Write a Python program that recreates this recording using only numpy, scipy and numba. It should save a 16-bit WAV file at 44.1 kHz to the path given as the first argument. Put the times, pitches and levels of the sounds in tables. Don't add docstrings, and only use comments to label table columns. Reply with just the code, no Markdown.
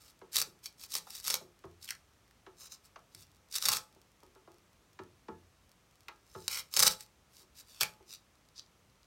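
import sys
import numpy as np
from scipy import signal
from scipy.fft import rfft, irfft, next_fast_len
from scipy.io import wavfile
from scipy.ndimage import uniform_filter1d
from numba import njit

SR = 44100
rng = np.random.default_rng(int(sys.argv[2]) if len(sys.argv) > 2 else 0)


def waveform_to_disk(signal):
    frames = np.transpose(np.atleast_2d(signal))
    scaled = np.clip(frames, -1, 1) * 32767
    samples = np.round(scaled).astype(np.int16)
    wavfile.write(sys.argv[1], SR, samples)


N = 399546


def undb(db):
    return 10 ** (np.asarray(db) / 20)


def along(rows, hz, axis=1):
    rows = np.array(rows)
    return np.interp(np.log(hz + 1), np.log(rows[:, 0]), rows[:, axis])


def unit(x):
    return x / np.sqrt(np.sum(x ** 2))


def through(x, response):
    return signal.fftconvolve(x, response)[:N]


def colour(points, size=2048):
    hz = np.linspace(0, SR / 2, size // 2 + 1)
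    cepstrum = irfft(np.log(undb(along(points, hz))))
    cepstrum[1:size // 2] *= 2
    cepstrum[size // 2 + 1:] = 0
    return unit(irfft(np.exp(rfft(cepstrum))))


def fade(t60, seconds):
    return np.exp(-np.log(1000) * np.arange(int(seconds * SR)) / SR / t60)


def add(track, s, sound):
    i = max(int(s * SR), 0)
    track[i:i + len(sound)] += sound[:N - i]


def ringing(modes):
    t = np.arange(SR // 2) / SR
    total = 0
    for hz, db, t60 in modes:
        tone = np.sin(2 * np.pi * hz * t + rng.uniform(0, 2 * np.pi))
        total = total + undb(db) * fade(t60, .5) * tone
    return unit(total)


@njit
def resonance(x, hz, damping):
    y, band, low = np.empty(len(x)), 0., 0.
    for i in range(len(x)):
        g = np.tan(np.pi * hz[i] / SR)
        v = (band + g * (x[i] - low)) / (1 + g * (g + damping))
        band, low, y[i] = 2 * v - band, low + 2 * g * v, damping * v
    return y


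def air(level_db=-67.5):
    # pitch_hz [Hz], relative level_db [dB]
    air_colour = [(15, -44), (25, -22.5), (48, 0.5), (123, -4), (335, -11.5), (607, -13.5), (796, -15),
                  (1290, -14), (1480, -18), (2350, -18.5), (4870, -23), (6050, -21.5), (6740, -24),
                  (16000, -33.5)]
    hz = np.linspace(0, SR / 2, N // 2 + 1)
    noise = irfft(rfft(rng.standard_normal(N)) * undb(along(air_colour, hz)), N)
    return noise / noise.std() * undb(level_db)


def workshop(x, gap_s=0.0037, build_s=0.002, echo_db=-1):
    # [dB, before echo_db]
    echo_bands = [(100, 0.4, 5), (400, 0.29, -1), (1000, 0.27, -6), (2480, 0.15, -6.5), (6000, 0.24, -12),
                  (14000, 0.25, -18.5)]
    t = np.arange(SR // 2) / SR
    noise = rfft(rng.standard_normal(len(t)))
    hz = np.arange(len(t) // 2 + 1) * SR / len(t)
    centres = np.geomspace(60, 16000, 9)
    build_up = np.clip((t - gap_s) / build_s, 0, 1)
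    echo = 0
    for centre, pick in zip(centres, np.eye(len(centres))):
        band = irfft(noise * np.interp(hz, centres, pick), len(t))
        shape = unit(fade(along(echo_bands, centre), .5) * build_up)
        echo = echo + band * shape * undb(along(echo_bands, centre, axis=2) + echo_db)
    return x + through(x, echo)


def bend(x, lag_scale_s):
    size = next_fast_len(N + SR // 4)
    hz = np.arange(size // 2 + 1) * SR / size
    lag_s = lag_scale_s * np.maximum(np.sqrt(1000 / (hz + 40)) - .75, 0)
    phase = 2 * np.pi * np.cumsum(lag_s) * SR / size
    return irfft(rfft(x, size) * np.exp(-1j * phase), size)[:N]


def knocks(t60=0.049, thud_db=33, ring_db=28):
    # [dB, ring before ring_db]
    blows = [(0.214, -48, 201, 1200, -3.5), (0.467, -47, 150, 432, -8), (1.068, -48.5, 574, 1500, -13),
             (1.409, -47, 148, 600, -2.5), (1.639, -41, 89.5, 860, -6.5), (2.465, -50.5, 270, 1830, -3),
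             (2.959, -44.5, 610, 2000, -19), (3.141, -43, 60, 196, -7.5), (3.959, -63.5, 250, 884, 2.5),
             (4.228, -53, 248, 977, -2.5), (4.356, -56.5, 277, 1200, -1.5), (4.475, -51, 280, 1100, -2.5),
             (4.99, -41, 120, 1330, -4), (5.283, -42.5, 120, 1210, 0.5), (6.083, -41.5, 636, 2450, -9),
             (6.348, -43, 130, 1210, 0.5), (7.4, -65, 301, 1200, 2), (8, -52, 298, 788, -8.5)]
    # pitch_hz [Hz, before the grip shifts it], level_db [dB, relative], t60_s [s]
    pipe_modes = [(89, -10, 0.61), (179, -5, 0.077), (270, -14.5, 0.24), (356, -1, 0.19), (382, -0.5, 0.11),
                  (435.3, -3.5, 0.21), (606.5, -15.5, 0.143), (720, -14, 0.062), (805, -18.5, 0.15),
                  (872, -2, 0.14), (957, -4, 0.092), (1115, -6.5, 0.13), (1275, -2, 0.2),
                  (1380, -8.5, 0.15), (1680, -14, 0.44)]
    # pitch_hz [Hz], relative level_db [dB per Hz]
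    bench_colour = [(40, -15), (100, -3), (250, -11.5), (400, -5), (900, -3.5), (1400, -5), (2500, -5.5),
                    (6000, 1.5), (16000, -24)]
    out, bench, decay = np.zeros(N), colour(bench_colour), fade(t60, .5)
    for s, db, low_hz, bright_hz, pipe_db in blows:
        noise = rng.standard_normal(len(decay)) * decay
        thud = unit(signal.fftconvolve(noise, bench)[:len(decay)])
        grip = [1 + 0.017 * rng.standard_normal(), 1, 1]
        ring = ringing(np.array(pipe_modes) * grip)
        blow = undb(thud_db) * thud + undb(ring_db + pipe_db) * ring
        contact = signal.butter(2, [low_hz, bright_hz], "bandpass", fs=SR, output="sos")
        add(out, s, undb(db) * signal.sosfilt(contact, blow))
    return bend(out, lag_scale_s=0.0074)


def hand(swell_db_per_doubling=9.5, release_db_per_s=750, slack_db=11.5):
    # [dB, strip ring, relative]
    pull_rows = [(0, 0.0064, 0.1, -62, 1, 6000, 1, -20), (.312, .05, 0.041, -32.5, -5.5, 4990, 9.7, -11),
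                 (0.618, 0.041, 0.0054, -46.5, -9.5, 2710, 2, -11.5),
                 (0.763, 0.052, 0.042, -51.5, -7.5, 3000, 2, -23),
                 (0.873, 0.086, 0.015, -38.5, -5, 4600, 2, -31),
                 (1.015, 0.13, .07, -49, -11.5, 4260, 1, -13), (1.212, 0.061, 0.083, -38, .5, 3630, 2, -27),
                 (1.797, 0.046, .03, -49.5, -21, 5800, 13, -15),
                 (1.864, 0.016, .04, -48, -16, 2720, 15, 1.5), (2.553, 0.064, 0.053, -51, -1.5, 6000, 1, 1),
                 (2.685, 0.036, 0.022, -50, -8, 5730, 2, 3),
                 (2.82, 0.033, 0.009, -61.5, -10, 5600, 1.7, -21),
                 (3.073, .14, .02, -58.5, -7, 3800, 2, -11), (3.495, 0.069, 0.024, -37, -7, 4100, 2, -13.5),
                 (3.587, 0.054, .13, -36, 1, 4500, 4.6, -12.5),
                 (6.2, 0.21, 0.068, -58, -10.5, 5800, .5, -3.5),
                 (6.484, 0.029, 0.082, -38, -5, 2430, 1.8, -8),
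                 (6.701, 0.11, .085, -30.5, 1, 5630, 2, -8.5),
                 (6.886, 0.019, 0.017, -37.5, -3, 5200, 2, -21.5),
                 (6.959, 0.049, 0.022, -54.5, -18, 5200, 2, -22),
                 (7.275, 0.092, 0.057, -61, -13, 5100, 2, -18),
                 (7.534, .055, 0.018, -52.5, -17, 5000, 1.9, -12),
                 (7.636, 0.062, 0.14, -58.5, -3, 4200, 3.9, -3),
                 (7.796, 0.017, 0.017, -32, 3.5, 2830, 9.4, -4),
                 (8.049, 0.078, 0.021, -48, -17.5, 5000, 3, 3),
                 (8.538, 0.041, 0.014, -50, -16, 4760, 2.2, 15)]
    t, pulls = np.arange(N) / SR, np.array(pull_rows)
    current = np.maximum(np.searchsorted(pulls[:, 0], t, side="right") - 1, 0)
    start, rise, hold, db, roll_db, hz, fall, ring_db = pulls[current].T
    age = np.maximum(t - start, 1 / SR)
    strain = np.minimum(age / rise, 1)
    stopped = np.maximum(age - rise - hold, 0)
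    peel_db = db + swell_db_per_doubling * np.log2(strain) - release_db_per_s * stopped
    strip_hz = hz * 2 ** (-fall * (age - stopped - rise))
    tension_db = roll_db - slack_db * (1 - strain)
    controls = [np.maximum(peel_db, -100), tension_db, strip_hz, ring_db]
    return uniform_filter1d(np.array(controls), size=128)


def settling(rate=9, spread_db=4, db=-49):
    breaks = rng.random(N) < rate / SR
    return breaks * undb(db + spread_db * np.minimum(rng.exponential(size=N), 2))


def crackle(peel_db, rate=1200, spread_db=4.0, t60=0.003, hiss=0.56, db=-3.0):
    breaks = rng.random(N) < rate / SR
    energy = breaks * undb(spread_db * np.minimum(rng.exponential(size=N), 4)) ** 2
    energy = signal.lfilter(fade(t60 / 2, .006), 1, energy)
    energy /= uniform_filter1d(energy, size=1000) + 0.082 * energy.mean()
    return np.sqrt(energy + hiss ** 2) * rng.standard_normal(N) * undb(peel_db + db)


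def snaps(t60=0.012, lead=3, db=21.0, scatter_db=0.5, jitter=.25, gap_s=.0042, fade_db_per_s=201.5):
    # start_s [s], level_db [dB, before db], length_s [s]; the faint row at
    # 6.084 s only adds a click to the pipe knock there
    slips = [(.358, -27, 0), (.367, -23.5, 0), (0.382, -32, .007), (0.4161, -25.5, 0), (0.4232, -31.5, 0),
             (0.6587, -40, 0), (0.8371, -43, 0), (.92, -41, 0), (0.9402, -34, 0), (0.9525, -27.5, 0),
             (0.9835, -37.5, 0), (1.105, -44, 0), (1.152, -42.5, .007), (1.2424, -43, 0), (1.274, -32.5, 0),
             (1.28, -29.5, 0.00054), (1.302, -28.5, .009), (1.3412, -24, 0), (1.889, -38.5, 0),
             (1.9064, -29.5, 0), (1.951, -52, 0), (2.608, -51, 0), (2.7208, -44.5, 0), (3.1484, -46, 0),
             (3.555, -31, .009), (3.6246, -32, 0), (3.6546, -27, .007), (3.6857, -22, 0.0093),
             (3.7188, -27.5, .017), (3.7693, -30.5, 0), (6.084, -53, 0), (6.4801, -25.5, 0),
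             (6.739, -32, 0), (6.7659, -23, 0), (6.7714, -23, 0), (6.793, -19.5, .013),
             (6.8262, -18.5, 0.0092), (6.8627, -26.5, 0), (6.867, -20, 0.012), (7.0076, -42.5, 0),
             (7.8096, -24, .007), (7.832, -26, 0), (8.137, -43.5, 0), (8.594, -43.5, 0)]
    force, decay = np.zeros(N), fade(t60, .015)
    for s, slip_db, length in slips:
        gaps = gap_s * np.exp(jitter * rng.standard_normal(size=8))
        delays = np.cumsum(gaps) - gaps
        bursts = rng.standard_normal((len(gaps), len(decay))) * decay
        bursts[:, 0] = lead
        chances = rng.standard_normal(len(gaps))
        for late, burst, luck in zip(delays, bursts, chances):
            if late <= max(length, 0):
                weaker_db = fade_db_per_s * late + scatter_db * luck * (late > 0)
                add(force, s + late, unit(burst) * undb(slip_db + db - weaker_db))
    return force


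def tape(damping=0.57, strip_db=1, backing_db=-6, roll_db=-11, core_db=-19, strip_lag_s=.0008):
    # pitch_hz [Hz], relative level_db [dB per Hz]
    paper_colour = [(200, -44.5), (700, -35), (1300, -11.5), (2000, -5), (3000, -4.5), (4200, 1),
                    (5600, 1.5), (7000, -2), (9000, -1.5), (10300, -6), (12000, -1.5), (16000, -7.5)]
    roll_colour = [(40, -27.5), (100, -6.5), (180, -12.5), (300, -9.5), (400, -4), (510, 1), (680, -4),
                   (870, 1), (1100, -3), (1300, 4.5), (1700, 0.5), (2600, -6), (5000, -5), (16000, -39.5)]
    # pitch_hz [Hz], level_db [dB, relative], t60_s [s]
    backing_modes = [(3863, -5.5, 0.028), (4360, -10, 0.034), (4480, -2.5, 0.038), (5380, 2, .025),
                     (5970, -5.5, .025), (6530, -4.5, .02), (6830, -3, 0.02), (8000, -3, 0.01),
                     (12050, 0, 0.018)]
    core_modes = [(192.6, -4.5, 0.21), (508.4, 3, 0.14), (858, -5, 0.65), (910, -2, 0.2),
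                  (1046, -0.5, 0.14), (1186, -6, .15), (1304, 0, .13), (2280, 2, .06)]
    peel_db, tension_db, hz, ring_db = hand()
    force = snaps() + crackle(peel_db) + settling()
    ring = undb(ring_db + strip_db)
    strip = resonance(resonance(force, hz, damping), hz, damping)
    strip = strip * np.sqrt(2 * SR / (np.pi * damping * hz))
    late_strip = np.roll(strip, int(strip_lag_s * SR))
    backing = through(force, colour(paper_colour))
    backing = backing + undb(backing_db) * through(force, ringing(backing_modes))
    paper = (backing + ring * late_strip) / np.sqrt(1 + ring ** 2)
    tug = bend(force * undb(tension_db), lag_scale_s=0.003976)
    roll = undb(roll_db) * through(tug, colour(roll_colour))
    core = undb(core_db) * through(tug, ringing(core_modes))
    return paper + roll + core


def scene():
    return (workshop(tape() + knocks()) + air())[None]


def record(dry):
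    thin = signal.sosfilt(signal.butter(2, 36, "highpass", fs=SR, output="sos"), dry)
    return signal.sosfilt(signal.ellip(10, .2, 70, 16000, fs=SR, output="sos"), thin)


dry = scene()
out = record(dry)
waveform_to_disk(out)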